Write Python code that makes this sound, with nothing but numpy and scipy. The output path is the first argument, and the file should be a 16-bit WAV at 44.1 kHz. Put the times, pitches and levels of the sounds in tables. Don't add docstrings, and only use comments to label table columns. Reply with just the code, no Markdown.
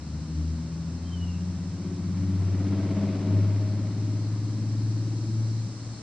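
import sys
import numpy as np
from scipy import signal
from scipy.fft import rfft, irfft, next_fast_len
from scipy.io import wavfile
from scipy.ndimage import map_coordinates

SR = 44100
rng = np.random.default_rng(int(sys.argv[2]) if len(sys.argv) > 2 else 0)


def dump(signal):
    limited = np.clip(np.atleast_2d(signal).T, -1, 1)
    pcm = np.round(limited * 32767).astype(np.int16)
    wavfile.write(sys.argv[1], SR, pcm)


N = 265658

NEAREST_S, DISTANCE_M, ROAD_M_PER_S = 2.85, 7.53, 15.44


def amp(db):
    return 10 ** (np.asarray(db) / 20)


def unit(x):
    return x / np.sqrt(np.mean(np.abs(x) ** 2) + 1e-20)


def along(points, hz):
    point_hz, value = np.transpose(points)
    return np.interp(np.log(hz + 1), np.log(point_hz), value)


def curves(rows):
    time_s, *columns = np.transpose(rows)
    return [np.interp(np.arange(N) / SR, time_s, column) for column in columns]


def wobble(rate, size=256):
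    at = np.arange(0, N + size, size)
    knots = rng.standard_normal(size)
    smooth = map_coordinates(knots, [at * rate / SR], mode="mirror")
    return np.interp(np.arange(N), at, smooth)


def phase_of(hz):
    return 2 * np.pi * np.cumsum(hz) / SR


def filtered(x, response):
    padded = next_fast_len(N + SR // 4)
    spectrum = rfft(x, padded) * response(np.fft.rfftfreq(padded, 1 / SR))
    return irfft(spectrum, padded)[..., :N]


def noise(spectrum):
    return unit(filtered(rng.standard_normal(N), lambda hz: amp(along(spectrum, hz))))


def diffuse(spectrum):
    # (frequency [Hz], correlation [0 to 1])
    likeness = [(60, 0.81), (250, 1), (510, 0.77), (1040, 0.84), (2120, 0.74), (4000, 0.49)]

    def mid_side(hz):
        turn = np.arccos(np.clip(along(likeness, hz), -1, 1)) / 2
        return amp(along(spectrum, hz)) * [np.cos(turn), np.sin(turn)]

    mid, side = filtered(rng.standard_normal((2, N)), mid_side)
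    return unit(np.array([mid + side, mid - side]))


def placed(x, left_db):
    return x * amp([[left_db / 2], [-left_db / 2]])


def fading(phase, scatter, rate):
    in_phase = (1 + scatter * wobble(rate)) * np.cos(phase)
    quadrature = scatter * wobble(rate) * np.sin(phase)
    return (in_phase + quadrature) / np.sqrt(.5 + scatter ** 2)


def echo(x, delay_s, gain):
    return gain * filtered(x, lambda hz: np.exp(-2j * np.pi * hz * delay_s))


def walls(x, gain, longest_s, count=6):
    delays = rng.uniform(longest_s / 5, longest_s, (count, 2, 1))

    def ripple(hz):
        return 1 + gain * sum(np.exp(-2j * np.pi * hz * d) for d in delays)

    return filtered(x, ripple) / np.sqrt(1 + count * gain ** 2)


def neighbourhood():
    # (frequency [Hz], relative density [dB per Hz])
    yard_colour = [(20, -20), (50, 1.5), (130, 8.5), (300, 4), (450, -7), (550, -5), (680, -10),
                   (1000, -10), (2000, -17.5), (3200, -20.5), (6000, -31.5), (9000, -47)]
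    return placed(amp(-44) * diffuse(yard_colour), left_db=2.5)


def singers():
    # (pitch [Hz], peak level [dB], time of the peak [s],
    # time from the peak to half gain [s], left-right difference [dB])
    shrill = [(4198, -68.5, .3, .9, 6), (5580, -73, .4, 1.2, 3), (3720, -77, 2, 2, 4),
              (5048, -72, 3.3, .9, 4), (5290, -71, 3.5, 1.3, -2), (6101, -73, 3.8, .8, 2),
              (5950, -76, 3, 2, -2), (4311, -70, 4.1, 1.2, 6), (4850, -71, 4.3, .7, 2),
              (4269, -68, 4.5, .9, 6), (4610, -68, 5.3, .9, 2), (4198, -68, 5.7, 1, 7)]
    t, sound = np.arange(N) / SR, 0
    for hz, db, peak_s, half_s, left_db in shrill:
        pair = np.array([
            fading(2 * np.pi * (hz * t + rng.random()), scatter=.7, rate=16)
            for _ in range(2)
        ])
        swell = amp(db) / np.hypot(1, (t - peak_s) / half_s) ** 2
        sound += placed(swell * pair, left_db)
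    return sound


def chorus():
    # (frequency [Hz], relative density [dB per Hz])
    trees_mid = [(2800, -40), (3600, -8.5), (4200, -4), (5200, 0), (6000, -2), (6800, -8), (8000, -7.5),
                 (8800, -12), (9500, -24.5)]
    trees_side = [(2800, -18.5), (3600, -16.5), (4600, -15.5), (5350, 0.5), (6000, -6), (6700, -5.5),
                  (7700, -5), (8700, -12), (9500, -33.5)]
    mid = noise(trees_mid) * amp(-6.0)
    side = noise(trees_side) * amp(-1.5)
    start_db, swell_from_s, swell_db_per_s = -54.5, 3.54, 1.5
    t = np.arange(N) / SR
    level_db = start_db + swell_db_per_s * np.maximum(t - swell_from_s, 0)
    hiss = amp(level_db + 0.19 * wobble(3.1)) * np.array([mid + side, mid - side])
    ridged = walls(hiss, gain=.11, longest_s=.022)
    return placed(ridged, left_db=-2.0) + singers()


def cicada():
    # (frequency [Hz], relative density [dB per Hz])
    solo_body = [(3000, -45.5), (3800, 3), (4250, 7.5), (4700, 4.5), (5600, -4.5), (7000, -37)]
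    click_hz = 76.5 + .4 * wobble(2)
    clicks = unit(1 + .4 * np.cos(phase_of(click_hz)))
    mean_db, lull_db, lull_s, period_s = -63, 1.5, 1.6, 8
    lull = np.cos(2 * np.pi * (np.arange(N) / SR - lull_s) / period_s)
    buzz = amp(mean_db - lull_db * lull) * clicks * noise(solo_body)
    combed = buzz + echo(buzz, delay_s=.01047, gain=.55)
    return placed(combed, left_db=10.0)


def cicadas():
    return chorus() + cicada()


def bird(echo_db=-16, wet_db=-8, t60=0.33):
    # (time [s], pitch [Hz], level of the upper voice [dB])
    whistle = [(1.03, 3000, -76), (1.052, 3120, -66), (1.085, 3170, -55), (1.103, 3140, -64),
               (1.125, 3110, -53), (1.145, 3120, -48), (1.163, 3020, -60), (1.18, 2980, -54.5),
               (1.205, 2925, -59), (1.24, 2920, -48), (1.256, 2890, -75), (1.272, 2840, -57.5),
               (1.302, 2825, -52.5), (1.322, 2760, -65), (1.355, 2730, -58), (1.38, 2700, -72)]
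    hz, level_db = curves(whistle)
    now = np.arange(N) / SR
    upper_voice = np.sin(phase_of(hz))
    lower_voice = np.interp(now, [1.24, 1.35], [0, .35]) * np.sin(.943 * phase_of(hz))
    sounding = (now > whistle[0][0]) * (now < whistle[-1][0])
    call = sounding * amp(level_db) * np.sqrt(2) * (upper_voice + lower_voice)
    t = np.arange(SR // 2) / SR
    tail = rng.standard_normal((2, len(t))) * amp(-60 * t / t60)
    tail /= np.linalg.norm(tail[0])
    scattered = signal.fftconvolve(call[None], tail, axes=1)[:, :N]
    wall = echo(call, delay_s=.11, gain=amp(echo_db))
    return placed(call + wall + amp(wet_db) * scattered, left_db=1.0)


def road():
    ahead_m = ROAD_M_PER_S * (np.arange(N) / SR - NEAREST_S)
    range_m = np.hypot(ahead_m, DISTANCE_M)
    return ahead_m / range_m, range_m


def passing(near_db, loss_db, rear_db):
    away, range_m = road()
    return amp(near_db - loss_db * np.log2(range_m / DISTANCE_M) + rear_db * away)


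def tyres(cycle, count):
    # (frequency [Hz], relative density [dB per Hz])
    tyre_colour = [(400, -4.5), (650, -5), (1000, -6), (1300, -8.5), (1640, -13.5), (2100, -10.5),
                   (2900, -17), (4000, -18.5), (5500, -23.5), (8800, -50)]
    puffs = 1 + .15 * np.cos(cycle) + .15 * np.cos(count / 2 * cycle)
    rush = passing(near_db=-46.0, loss_db=7.5, rear_db=3.0) * puffs * diffuse(tyre_colour)
    return placed(rush, left_db=0.5)


def engine_wash():
    # (frequency [Hz], relative density [dB per Hz])
    wash_body = [(60, -27.5), (100, 7), (150, -2), (250, -1.5), (310, -3.5), (400, -17.5), (600, -57)]
    # (time [s], level [dB])
    wash_level = [(0, -45), (.8, -44), (1.6, -47), (2.7, -43), (3.3, -43.5), (4, -48), (5.2, -55),
                  (6.02, -49)]
    return noise(wash_body) * amp(curves(wash_level)[0])


def outflow(cycle):
    # (time [s], level [dB])
    ring_level = [(2.2, -72), (2.7, -54), (3.1, -47.5), (3.5, -48.5), (3.85, -55), (4.3, -66), (6.02, -78)]
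    ring_hz, sound_m_per_s = 645.6, 343
    away, range_m = road()
    phase = phase_of(ring_hz / (1 + ROAD_M_PER_S * away / sound_m_per_s))
    scatter = .45 + .6 * (DISTANCE_M / range_m) ** 4
    ring = (1 + .4 * np.cos(cycle)) * fading(phase, scatter, rate=35)
    return unit(ring) * amp(curves(ring_level)[0])


def register(cycle, cycle_hz, order, weights_db, smear, scatter, rate):
    # (frequency [Hz], relative gain [dB])
    muffler = [(60, -36), (72, -14), (90, -10.5), (115, 6), (128, 10), (138, -2), (152, 7), (172, 14.5),
               (195, 7), (225, 5.5), (250, 4.5), (285, 9), (315, 5), (350, 5.5), (385, 5), (420, -1.5),
               (452, 5.5), (495, -7.5), (555, 4.5), (590, -1.5), (630, 1.5), (700, -8)]
    sound, power = 0, 0
    for k, db in zip(order, weights_db):
        gain = amp(db + along(muffler, k * cycle_hz))
        drawn_out = .27 * (k - np.median(order) - 1) ** 2
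        phase = k * cycle + drawn_out + smear * wobble(1)
        sound += gain * fading(phase, scatter, rate)
        power += gain ** 2
    return sound / np.sqrt(power)


def low_register(cycle, cycle_hz):
    # (time [s], level [dB])
    throb_level = [(0.0, -59), (1.5, -46), (1.94, -45.5), (2.82, -38.4), (3.12, -52), (3.22, -42),
                   (3.38, -52.5), (3.94, -39.5), (4.18, -43), (4.44, -39.5), (4.9, -40.5), (6.02, -48)]
    boom_level = [(0.0, -47.5), (0.52, -43), (1.2, -51.7), (1.36, -42), (1.7, -38), (2.28, -33),
                  (2.58, -37), (2.74, -39), (2.9, -35), (3.48, -35.5), (3.62, -43.5), (3.82, -37.5),
                  (4.32, -41), (5.1, -44), (5.66, -42), (6.02, -56)]
    throb = register(cycle, cycle_hz, (4, 5, 7, 8), (0, -1, -10, -22), smear=.5, scatter=.08, rate=4)
    boom = register(cycle, cycle_hz, (9, 10, 11, 13), (-3, -3, 0, -1), smear=1.6, scatter=.08, rate=6)
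    return boom * amp(curves(boom_level)[0] - 0.04) - throb * amp(curves(throb_level)[0] + 0.1)


def growl_register(cycle, cycle_hz):
    # (time [s], level [dB])
    growl_level = [(0.0, -58.5), (0.06, -46), (0.4, -56), (0.56, -47), (0.64, -55), (1.3, -50), (1.62, -52),
                   (2.2, -47), (2.44, -55.5), (2.54, -41), (3.4, -34), (3.48, -41.5), (3.9, -43.2),
                   (4.04, -38), (4.3, -43), (5.12, -39.5), (5.7, -50.7), (6.02, -63.5)]
    # (frequency [Hz], relative density [dB per Hz])
    gas_colour = [(150, -27.5), (240, 2), (300, 0.5), (350, 7.5), (400, 4.5), (480, -45)]
    away = road()[0]
    blur = .3 + .9 * np.maximum(-away, 0) ** 6
    growl = register(cycle, cycle_hz, (14, 15, 16, 17, 19), (-11, -4, -4, 0, -8),
                     smear=blur, scatter=.13, rate=8)
    gas = unit((1 + .3 * np.cos(cycle)) * noise(gas_colour))
    return (growl + amp(-16) * gas) * amp(curves(growl_level)[0])


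def snarl_register(cycle, cycle_hz):
    # (time [s], level [dB])
    snarl_level = [(0.0, -58), (0.42, -43), (0.66, -61), (0.98, -53), (1.16, -64), (1.72, -55.5),
                   (1.88, -39.5), (2.08, -52.5), (2.22, -49), (2.74, -41.5), (2.9, -39.5), (2.98, -43),
                   (3.32, -42), (3.66, -48), (4.32, -56.5), (4.78, -62), (5.04, -58), (5.48, -59),
                   (5.9, -63.5), (6.02, -66.4)]
    snarl = register(cycle, cycle_hz, range(20, 26), (-4, -5, 0, -2, -2, -8),
                     smear=1.5, scatter=.2, rate=10)
    return snarl * amp(curves(snarl_level)[0] - 0.9)


def rasp_register(cycle, cycle_hz):
    rasp = register(cycle, cycle_hz, range(26, 47), np.zeros(21), smear=1.4, scatter=.35, rate=10)
    return rasp * passing(near_db=-47.5, loss_db=12, rear_db=8.0)


def exhaust(firing):
    # (time [s], level [dB])
    note_level = [(0.0, -42), (0.18, -33.5), (0.26, -43.5), (0.38, -28), (0.52, -28.5), (0.68, -41.5),
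                  (1.24, -30), (1.84, -39), (2.38, -24.5), (3.22, -31), (3.36, -20.5), (3.94, -30.5),
                  (4.04, -26), (4.54, -29.5), (4.88, -26.0), (5.26, -30.5), (5.4, -24.5), (5.64, -30),
                  (5.76, -43.5), (5.8, -37.5), (5.9, -33.5), (6.02, -49)]
    octave_level = [(0.0, -49), (0.1, -37.5), (0.88, -33.5), (1.02, -44), (1.06, -38), (1.48, -32.5),
                    (1.76, -40.5), (2.34, -32.5), (2.44, -67), (2.5, -40.5), (2.74, -30.5), (2.9, -36),
                    (3.02, -27), (3.18, -38.5), (3.28, -32.5), (3.6, -48.5), (3.74, -37), (4.44, -58),
                    (4.58, -39), (5.2, -57.5), (5.3, -41), (6.02, -61.5)]
    twelfth_level = [(0.0, -56), (0.4, -43.5), (0.6, -40), (0.8, -54), (0.94, -44), (1.56, -53.5),
                     (1.94, -41.5), (2.08, -53), (2.22, -37.7), (2.54, -44), (2.66, -36), (2.88, -35.5),
                     (3.04, -44.5), (3.8, -45.5), (3.92, -53.7), (4.3, -48.5), (4.7, -59.5), (5.32, -44.5),
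                     (5.94, -75), (6.02, -73.1)]
    first = amp(curves(note_level)[0]) * fading(firing, scatter=.04, rate=6.8)
    second = amp(curves(octave_level)[0] + 0.15) * fading(2 * firing + np.pi / 2, scatter=.08, rate=11)
    third = amp(curves(twelfth_level)[0] - .3) * fading(3 * firing, scatter=.07, rate=7.8)
    return first + second + third


def vehicle(count=6):
    # (time [s], firing rate [Hz])
    firing_rate = [(0, 74.6), (.25, 78.4), (.75, 81.8), (1, 85.4), (1.7, 91.8), (2.5, 96.6), (3, 100.2),
                   (3.25, 101.2), (4, 105.6), (5.25, 110.6), (6.02, 113)]
    cycle_hz = curves(firing_rate)[0] / count
    cycle = phase_of(cycle_hz)
    low = low_register(cycle, cycle_hz)
    middle = growl_register(cycle, cycle_hz)
    edge = snarl_register(cycle, cycle_hz)
    high = rasp_register(cycle, cycle_hz) + outflow(cycle)
    engine = exhaust(count * cycle) + low + middle + edge + high + engine_wash()
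    return placed(engine, left_db=2) + tyres(cycle, count)


def scene():
    return neighbourhood() + cicadas() + bird() + vehicle()


def record(dry):
    top_hz = 9350
    return filtered(dry, lambda hz: hz < top_hz)


dry = scene()
out = record(dry)
dump(out)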